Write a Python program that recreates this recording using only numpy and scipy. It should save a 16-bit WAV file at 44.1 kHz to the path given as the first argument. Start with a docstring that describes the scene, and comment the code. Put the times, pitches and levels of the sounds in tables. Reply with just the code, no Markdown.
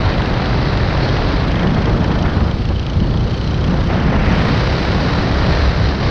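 """Go-kart accelerating, heard from the helmet

A four-stroke single thuds and clinks once in two crank turns round an outdoor track.
Chain and tyres whirr; the chain scrapes on its sprocket. Gusts buffet and rasp on the camera case.
Low hums swell and throb. The wind turns dull while the driver looks aside, baring the engine."""
import sys
import numpy as np
from scipy import signal
from scipy.fft import rfft, irfft
from scipy.io import wavfile
from scipy.ndimage import uniform_filter1d

SR = 44100
rng = np.random.default_rng(int(sys.argv[2]) if len(sys.argv) > 2 else 0)


def unload_audio(sound):
    """Save the sound as a 16-bit wav file, at the path given as the first command line argument."""
    columns = np.transpose(np.atleast_2d(sound))
    # keep every value between -1 and 1, then stretch to whole-number steps
    steps = np.round(np.clip(columns, -1, 1) * 32767)
    wavfile.write(sys.argv[1], SR, steps.astype(np.int16))


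N = 269010
T = np.arange(N) / SR
CRUISE_HZ = 55.4  # crank rate
MAIN_RING_HZ, CASE_CUTOFF_HZ = 3100, 6150

# engine speed (time [s], crank rate [Hz])
CRANK_SPEED = [(0, 49.9), (.678, 50.65), (1.235, 50.96), (1.738, 53.21), (3.894, 61.62), (4.174, 62.0),
               (4.905, 65.2), (6.1, 67.16)]
# exhaust note (multiple of firing rate [-], relative level [dB])
EXHAUST_ORDERS = [(1, -11), (2, 0.5), (3, -7), (4, -5.5), (5, -3), (6, -7), (7, -13), (8, -11.5),
                  (9, -13.5), (10, -18.5), (11, -16), (12, -15.5), (13, -21.5), (14, -18.5), (15, -18.5),
                  (16, -22.5), (17, -16)]
# clatter at the helmet (time [s], level [dB], brightness [dB/oct])
CLATTER_AT_HELMET = [(0.1, -45, -6), (.33, -41, -9.5), (.65, -47, -12.5), (1.3, -41.5, -7), (1.55, -40, -8),
                     (2.15, -39.5, -9.5), (2.5, -44.5, -9.5), (2.9, -41.5, 0), (3.45, -40, 11),
                     (3.8, -43, 12), (4.15, -42.5, 8.5), (6.1, -43, 6)]
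# valve and piston blows (place in cycle [0-1], relative level at cruise [dB],
# growth up to cruise [dB/oct], rattle decay [s], brightness [dB/oct])
CYCLE_BLOWS = [(.2, -8.5, 30, .003, 7), (.49, -1, -6, .003, 0), (.535, -2.5, -6, .003, -3),
               (.63, -7, 15, .002, 4), (.68, -4.5, 28, .003, -4)]
# modes of cylinder fins and covers (nominal frequency [Hz], width [Hz], gain [dB])
FIN_MODES = [(1130, 110, -12.5), (1850, 150, -3), (2040, 160, -9.5), (2600, 400, -2.5), (3070, 230, 18.5),
             (3310, 310, -6), (3950, 220, 5.5), (4550, 330, -8.5), (5530, 160, -2), (5880, 92, -5.5)]
# sinking ring of the clatter (time [s], pitch factor [-])
FIN_PITCH = [(1.7, 1.045), (2.7, 1.0)]
# hard knocks (time [s], level [dB], main ring [Hz], brightness [dB/oct])
HARD_KNOCKS = [(.019, -43, 3160, -1), (.06, -37, 3170, -3), (0.14, -38, 3120, -4), (.182, -35, 3350, -6),
               (0.219, -31.5, 3200, -8), (.259, -34, 3000, 0), (.458, -32.5, 3250, -2),
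               (.774, -33, 3050, -7), (.976, -36, 3180, 0), (1.169, -37, 3140, 1), (1.517, -35, 3130, -8),
               (1.557, -34, 3300, -5), (1.595, -34.5, 3180, -10), (1.672, -33.5, 3120, -6),
               (1.746, -35.5, 3300, -8), (1.857, -34, 3180, -9), (2.043, -34.5, 3060, -6),
               (2.19, -34.5, 3140, -9), (2.226, -34, 3060, -7), (2.37, -39, 3020, -5),
               (2.513, -36, 3110, -5), (2.654, -37.5, 3050, -5), (2.69, -37, 3100, -3),
               (2.796, -34.5, 3120, 7), (2.866, -34, 3040, 0), (2.899, -35, 3000, -9),
               (3.002, -36.5, 3060, 4), (3.038, -40, 3020, 3), (3.14, -38, 3280, -3), (3.174, -36, 3080, 1),
               (3.309, -37, 3050, -1), (3.412, -35.5, 3070, -6), (3.443, -39, 3100, 12),
               (3.476, -35, 3080, -1), (3.543, -35, 3060, 8)]
# chain and tyre whirr (time [s], level [dB])
WHIRR_LEVEL = [(0, -33), (1.3, -33.5), (1.5, -33), (2.2, -33.5), (2.75, -36), (3.1, -36.5), (3.42, -34.5),
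               (3.8, -33.5), (4.18, -35), (4.32, -28.5), (6.1, -35.5)]
# running gear and wind spectra (frequency [Hz], relative density [dB])
GEAR_SPECTRUM = [(200, 2.5), (600, -2), (1200, 7.5), (1900, 4), (2400, 2.5), (3500, 0.5), (4000, 1.5),
                 (4450, -5.5), (5000, -2.5), (5900, -11.5), (6500, -19.5), (7100, -27), (8500, -29.5),
                 (10000, -41), (11500, -62.5)]
BUFFET_SPECTRUM = [(10, -27), (25, -9.5), (45, 2), (65, 0.5), (90, 3.5), (125, 0.5), (160, -7), (260, -40),
                   (600, -65.5), (2000, -100)]
FLUTTER_SPECTRUM = [(10, -20), (32, 2.5), (65, -4.5), (130, -3), (180, 3.5), (240, -2.5), (330, -11),
                    (500, -21.5), (1200, -58), (3000, -100)]
ROAR_SPECTRUM = [(120, -30), (280, -1.5), (400, -3.5), (600, -4.5), (900, -7.5), (1400, -11.5),
                 (1900, -14.5), (2400, -20), (3200, -24), (4500, -27.5), (6000, -35), (7500, -67.5),
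                 (11000, -81)]
HISS_SPECTRUM = [(900, -7.5), (1800, 2), (2700, -5), (3400, -9), (3900, -0.5), (4550, -3.5), (5200, -9),
                 (5800, -15.5), (6400, -32.5), (7000, -34), (8400, -37), (10000, -50), (11500, -53)]
# air over the case, bright head-on, dull aside (time [s], cutoff [Hz], gain [dB], extra hiss [dB])
CASE_AIRFLOW = [(0, 4910, -0.1, -0.5), (1.33, 5800, 1.6, -0.5), (1.48, 3070, -1.5, 1),
                (1.66, 2320, -2.5, 6), (1.95, 1670, 1.3, -1), (2.22, 1404, 2, 3), (2.46, 1363, -1.6, 11),
                (2.6, 742, 2, 6), (2.85, 710, -5, -9), (3.05, 758, 5.5, 6), (3.5, 1020, 0, -2),
                (3.88, 1850, -2.5, -11), (3.905, 2730, 0.5, -7), (4.22, 2870, 0, 6), (4.31, 2970, 2, 7.5),
                (4.46, 3980, 2, 1.5), (4.56, 7400, 0.8, 1.5), (5.55, 7900, 1.26, 1), (5.75, 7000, -3.5, 3),
                (6.1, 7240, 1, 2.5)]
# gusts, lulls if negative (time [s], length [s], buffet [dB], flutter [dB], rush [dB], cutoff rise [oct])
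GUSTS = [(0.086, 0.071, 5, -3, 2.5, -0.087), (0.318, .25, -3.5, 1.5, 0.5, -0.26),
         (0.856, 0.15, 0.5, -0.5, -1, -0.13), (1.051, .09, -5, -4, 1, 0.052),
         (1.645, 0.062, -2, -1, 6, -0.27), (1.773, 0.035, -12, 2, 2.5, 0.32),
         (1.844, 0.046, -1, -4, -2.5, 0.69), (1.88, 0.034, 1, -4, 5, -0.14),
         (1.995, 0.05, -3, 2, -1.5, -0.64), (2.047, 0.023, -6, -14, 1, 0.38),
         (2.077, 0.026, -4, -1, 0, -.5), (2.109, 0.024, -5, -1, 1, 0.75), (2.16, 0.032, -7, -2, 0.5, 0.11),
         (2.189, .014, -2, -3, 1.5, -0.2), (2.253, 0.018, 6.5, 1.5, 3.5, 0.99),
         (2.287, 0.059, -8, -1, 0.5, 0.52), (2.369, 0.012, 4, 10, 6, .1), (2.413, 0.016, 4, 3, 5, -0.09),
         (2.459, .022, 4, 0, 4, 0.062), (2.499, 0.021, -2, 2, 2.5, .35), (2.711, 0.028, 1, 6, 11, 0.45),
         (2.865, 0.19, -4, -4, 6.5, 0.99), (3.018, 0.042, 0, 9, -1, -0.077),
         (3.143, 0.084, 1, -3, -0.5, -0.23), (3.4, 0.26, -3.5, -1.5, -0.5, -0.11),
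         (3.734, 0.084, -8, 5.5, 3, 0.18), (3.856, 0.051, -9, 2, -2, -0.11),
         (3.926, 0.057, -1.5, -8, 3.5, 0.042), (4.034, 0.051, 0, -4, 0, 0.042),
         (4.144, 0.069, -3, 0.5, 3, -0.16), (4.331, 0.17, 1, 0, -1, -0.042),
         (4.516, 0.079, -1, 8.5, 0, -0.053), (4.814, 0.09, -14, 3, -1, 0), (5.047, 0.07, -5, 4, 0.5, 0.097),
         (5.2, 0.074, -3, 7.5, 0.5, 0), (5.51, 0.11, 1.5, 7, .5, 0), (5.714, 0.5, 0, -6.5, 2, 0.21),
         (5.977, 0.065, -26, 7.5, -4, -0.048)]
# chain on sprocket (time [s], length [s], frequency [Hz], level [dB])
CHAIN_SCRAPES = [(.69, .05, 4130, -41), (1.05, .05, 4300, -33), (1.482, 0.023, 4000, -33),
                 (2.35, .06, 4030, -42), (2.55, 0.3, 4400, -47.5), (2.78, 0.092, 4200, -49),
                 (3.1, .3, 4380, -44.5), (3.35, .2, 4470, -44), (3.45, .15, 4100, -42)]
# brief low hums of engine and wind (time [s], length [s], frequency [Hz], level [dB])
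LOW_DRONES = [(.86, .2, 129, -21), (1.02, .12, 137, -19), (1.1, .13, 119, -20), (1.66, .12, 176, -17),
              (1.73, .14, 208, -20.5), (2.03, .17, 81, -17), (2.3, .16, 55, -20), (2.48, .16, 78.5, -18.5),
              (3.03, 0.091, 91.7, -15.5), (3.04, .09, 185.5, -23.5), (3.17, .1, 125, -19.5),
              (3.76, .3, 152.3, -20.5), (3.88, 0.24, 91, -20.5), (4.0, .1, 206, -26), (4.17, .14, 143, -22),
              (4.3, 0.16, 219, -23), (4.52, 0.17, 242, -26.5), (4.94, .14, 203, -27),
              (5.04, 0.13, 133.4, -18), (5.33, 0.098, 87, -21), (5.63, .16, 71, -16),
              (5.68, .14, 188, -29.5), (5.83, 0.16, 101, -20)]


def gain(db):
    """Decibels to amplitude."""
    return 10 ** (np.asarray(db) / 20)


def unit_rms(x):
    """Scale to rms 1."""
    return x / np.sqrt(np.mean(x ** 2) + 1e-20)


def curves(rows):
    """Table columns interpolated over time."""
    times_s, *columns = np.transpose(rows)
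    return [np.interp(T, times_s, column) for column in columns]


def noise(spectrum):
    """Shaped noise, rms 1."""
    hz, db = np.transpose(spectrum)
    shape_db = np.interp(np.log(np.fft.rfftfreq(N, 1 / SR) + 1), np.log(hz), db)
    return unit_rms(irfft(rfft(rng.standard_normal(N)) * gain(shape_db), N))


def wander(rate_hz):
    """Random drift up to rate_hz, rms 1."""
    size = 2 ** 13
    hz = np.fft.rfftfreq(size, T[-1] / size)
    drift = irfft(rfft(rng.standard_normal(size)) / np.sqrt(1 + (hz / rate_hz) ** 6))
    return unit_rms(np.interp(T, np.linspace(0, T[-1], size), drift))


def steady(x, span_s):
    """Hold the running rms near 1."""
    size = max(int(span_s * SR), 8)
    return x / np.sqrt(uniform_filter1d(uniform_filter1d(x ** 2, size), size) + 1e-9)


def lowpass(x, cutoff_hz, order):
    """Zero-phase low-pass."""
    hz = np.fft.rfftfreq(N, 1 / SR)
    return irfft(rfft(x) / np.sqrt(1 + (hz / cutoff_hz) ** (2 * order)), N)


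def moving_lowpass(x, cutoff_hz, order):
    """Low-pass following a cutoff curve."""
    hz, frames_s, spectra = signal.stft(x, SR, nperseg=512, noverlap=384)
    spectra = spectra / np.sqrt(1 + (hz[:, None] / np.interp(frames_s, T, cutoff_hz)) ** (2 * order))
    return signal.istft(spectra, SR, nperseg=512, noverlap=384)[1][:N]


def resonate(x, hz, width_hz):
    """Unity-gain resonance following the curve hz."""
    carrier = np.exp(2j * np.pi * np.cumsum(hz) / SR)
    pole = np.exp(-np.pi * width_hz / SR)
    return 2 * (carrier * signal.lfilter([1 - pole], [1, -pole], x / carrier + 1e-18)).real


def noise_band(hz, width_hz):
    """White noise through two equal resonances."""
    return resonate(resonate(rng.standard_normal(len(hz)), hz, width_hz), hz, width_hz)


def bell(offset_s, length_s):
    """Gaussian envelope, length_s wide at 1/e."""
    return np.exp(-(2 * offset_s / length_s) ** 2)


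def swells(rows, width_hz, steady_s):
    """One swelling and dying noise band per row."""
    out = np.zeros(N)
    for time_s, length_s, hz, db in rows:
        near = abs(T - time_s) < 1.5 * length_s
        band = steady(noise_band(np.full(near.sum(), hz), width_hz), steady_s)
        out[near] += gain(db) * bell(T[near] - time_s, length_s) * band
    return out


def exhaust(cycles, gain_db, roughness):
    """Firing pulses as stacked orders, each wavering as the burn varies."""
    note = np.zeros(N)
    for order, db in EXHAUST_ORDERS:
        burn = 1 + roughness * wander(19)
        note += gain(db) * burn * np.cos(2 * np.pi * (order * cycles + rng.random()))
    return gain(gain_db) * note


def strikes(times_s, levels_db, decay_s, rattle):
    """A part strikes, then rattles briefly as it seats."""
    kicks = np.zeros(N)
    at = (times_s * SR).astype(int)
    inside = at < N - 1
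    kicks[at[inside]] = gain(levels_db)[inside]
    tails = signal.lfilter([1], [1, -np.exp(-1 / (decay_s * SR))], kicks) / np.sqrt(decay_s * SR / 2)
    return kicks + rattle * tails * rng.standard_normal(N)


def blow_force(cycles, place, db, growth_db_oct, decay_s, accents_db, rattle):
    """One part strikes once a cycle, its force set by engine speed, unless a hard knock coincides."""
    count = len(accents_db)
    slack = 0.006 * rng.standard_normal(count)
    times_s = np.interp(np.arange(count) + place + slack, cycles, T)
    crank_hz = np.interp(times_s, *np.transpose(CRANK_SPEED))
    levels_db = db + accents_db + growth_db_oct * np.minimum(np.log2(crank_hz / CRUISE_HZ), 0)
    no_knock = abs(times_s[:, None] - np.transpose(HARD_KNOCKS)[0]).min(1) > 0.0035
    return strikes(times_s[no_knock], levels_db[no_knock], decay_s, rattle)


def clatter(cycles, uneven_db, rattle, pitch_drift, mode_drift_db):
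    """Valves and piston ring the fins, each with its own mix of modes; the case cuts the top."""
    level_db, tilt_db_oct = curves(CLATTER_AT_HELMET)
    pitch = curves(FIN_PITCH)[0] * (1 + pitch_drift * wander(30))
    accents_db = uneven_db * rng.uniform(-1, 1, (len(CYCLE_BLOWS), int(cycles[-1]) + 1))
    blows = [(blow_force(cycles, *row, accents, rattle), bright_db_oct)
             for (*row, bright_db_oct), accents in zip(CYCLE_BLOWS, accents_db)]
    ring = np.zeros(N)
    for hz, width_hz, db in FIN_MODES:
        octaves = np.log2(hz / MAIN_RING_HZ)
        drive = sum(force * gain(bright_db_oct * octaves) for force, bright_db_oct in blows)
        mode_db = db + tilt_db_oct * octaves + mode_drift_db * wander(13)
        ring += gain(mode_db) * resonate(drive, hz * pitch, width_hz)
    return gain(level_db) * unit_rms(lowpass(ring, CASE_CUTOFF_HZ, order=12))


def running_gear(cycles, throb, ring_hz, ring_width_hz, ring_db, ring_drift):
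    """Fan and tyres whirr, the chain rings as its tension drifts; all swell with each power stroke."""
    chain = resonate(noise(GEAR_SPECTRUM), ring_hz * (1 + ring_drift * wander(6.8)), ring_width_hz)
    whirr = noise(GEAR_SPECTRUM) + gain(ring_db) * unit_rms(chain)
    return gain(curves(WHIRR_LEVEL)[0]) * whirr * (1 - throb * np.cos(2 * np.pi * cycles))


def gusts():
    """Gusts swell and die; curves of (buffet [dB], flutter [dB], rush [dB], cutoff rise [oct])."""
    times_s, lengths_s, *sizes = np.transpose(GUSTS)
    grid_s = T[::32]
    bells = bell(grid_s - times_s[:, None], lengths_s[:, None])
    return [np.interp(T, grid_s, size @ bells) for size in sizes]


def rasp(cutoff_hz, slant, gain_db=-38, cutoff_share=0.92):
    """Slanting air rasps just below the airflow's cutoff."""
    centre_hz = np.minimum(cutoff_share * cutoff_hz, CASE_CUTOFF_HZ)
    band = unit_rms(noise_band(centre_hz, width_hz=1100))
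    return gain(gain_db) * slant * moving_lowpass(band, cutoff_hz / cutoff_share, order=12)


def rush(eddies, cutoff_hz, slant, roar_db, hiss_db, roar_burst_db=2.0, hiss_burst_db=1.7):
    """Small eddies, shed by large ones, come in bursts of roar and hiss over the rasp."""
    bursts = unit_rms(wander(99) + 0.44 * wander(52) + 0.81 * eddies)
    # slanting air tears loose in lumps, now finer, now coarser
    lumps_db = 0.28 * slant * wander(24)
    tear_oct = 0.16 * slant * wander(22)
    cutoff_hz = cutoff_hz * 2 ** tear_oct
    roar = noise(ROAR_SPECTRUM) * gain(roar_burst_db * bursts)
    roar = steady(moving_lowpass(roar, cutoff_hz, order=1), span_s=0.029)
    hiss = unit_rms(noise(HISS_SPECTRUM) * gain(hiss_burst_db * bursts))
    hiss = moving_lowpass(hiss, cutoff_hz, order=12)
    return gain(lumps_db) * (gain(roar_db) * roar + gain(hiss_db) * hiss + rasp(cutoff_hz, slant))


def wind(buffet_db, flutter_db, roar_db, hiss_db, slant_hz=2400, slant_width_oct=0.89, lee_hz=1730):
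    """Large eddies shake the case; slanting air flutters most; the rush drops in the helmet's lee."""
    cutoff_hz, flow_db, extra_hiss_db = curves(CASE_AIRFLOW)
    gust_buffet_db, gust_flutter_db, gust_rush_db, rise_oct = gusts()
    eddies = steady(noise(BUFFET_SPECTRUM), span_s=0.07)
    speed_db = 6 * np.log2(curves(CRANK_SPEED)[0] / CRUISE_HZ)
    buffet = gain(buffet_db + speed_db + gust_buffet_db) * eddies
    slant = np.exp(-(np.log2(cutoff_hz / slant_hz) / slant_width_oct) ** 2)
    slant_db = 8.5 * slant
    flutter = steady(noise(FLUTTER_SPECTRUM), span_s=0.19)
    flutter *= gain(flutter_db + flow_db + slant_db + gust_flutter_db)
    lee_db = 8 * np.minimum(np.log2(cutoff_hz / lee_hz), 0)
    rushing = rush(eddies, cutoff_hz * 2 ** rise_oct, slant, roar_db, hiss_db + extra_hiss_db)
    return buffet + flutter + gain(flow_db + lee_db + gust_rush_db) * rushing


def knocks(rattle, decay_s):
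    """Each hard knock, a kick and short rattle, rings the fins at its own pitch and brightness."""
    t = np.arange(0, 0.02, 1 / SR)
    out = np.zeros(N)
    for time_s, db, ring_hz, bright_db_oct in HARD_KNOCKS:
        drive = (t == 0) + rattle * np.exp(-t / decay_s) * rng.standard_normal(len(t))
        pitch = np.full(len(t), ring_hz / MAIN_RING_HZ)
        ring = np.zeros(len(t))
        for hz, width_hz, mode_db in FIN_MODES:
            tilt_db = bright_db_oct * np.log2(hz / MAIN_RING_HZ)
            ring += gain(mode_db + tilt_db) * resonate(drive, hz * pitch, width_hz)
        out[round(time_s * SR):][:len(t)] += gain(db) * unit_rms(ring)
    return lowpass(out, CASE_CUTOFF_HZ, order=12)


def scrapes():
    """The chain scrapes and sings on its sprocket."""
    return swells(CHAIN_SCRAPES, width_hz=500, steady_s=0.023)


def drones(cycles, throb):
    """Brief low hums of engine and wind swell, throbbing with each firing."""
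    return swells(LOW_DRONES, width_hz=23.5, steady_s=0.075) * (1 + throb * np.cos(2 * np.pi * cycles))


def scene():
    """Engine, running gear, wind and low drones, mono."""
    cycles = np.cumsum(curves(CRANK_SPEED)[0] / 2) / SR  # one firing in two turns
    engine = exhaust(cycles, gain_db=-22.5, roughness=0.27)
    engine += clatter(cycles, uneven_db=1.5, rattle=0.67, pitch_drift=0.016, mode_drift_db=2.6)
    engine += knocks(rattle=0.22, decay_s=0.0022)
    gear = running_gear(cycles, throb=0.12, ring_hz=4440, ring_width_hz=280, ring_db=-11, ring_drift=0.016)
    gear += scrapes()
    air = wind(buffet_db=-18.5, flutter_db=-25, roar_db=-22.5, hiss_db=-32)
    return (engine + gear + air + drones(cycles, throb=0.35))[None]


def record(dry, ceiling=0.66, fade_in_s=0.003, band_limit_hz=11400):
    """Round off peaks, fade in, band-limit."""
    excess = dry - dry / (1 + (dry / ceiling) ** 4) ** (1 / 4)
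    rounded = dry - lowpass(excess[0], cutoff_hz=4300, order=6)
    rounded *= np.minimum(T / fade_in_s, 1)
    taps = signal.firwin(255, band_limit_hz, window=("kaiser", 9), fs=SR)
    return signal.oaconvolve(rounded, taps[None], "same")


dry = scene()
out = record(dry)
unload_audio(out)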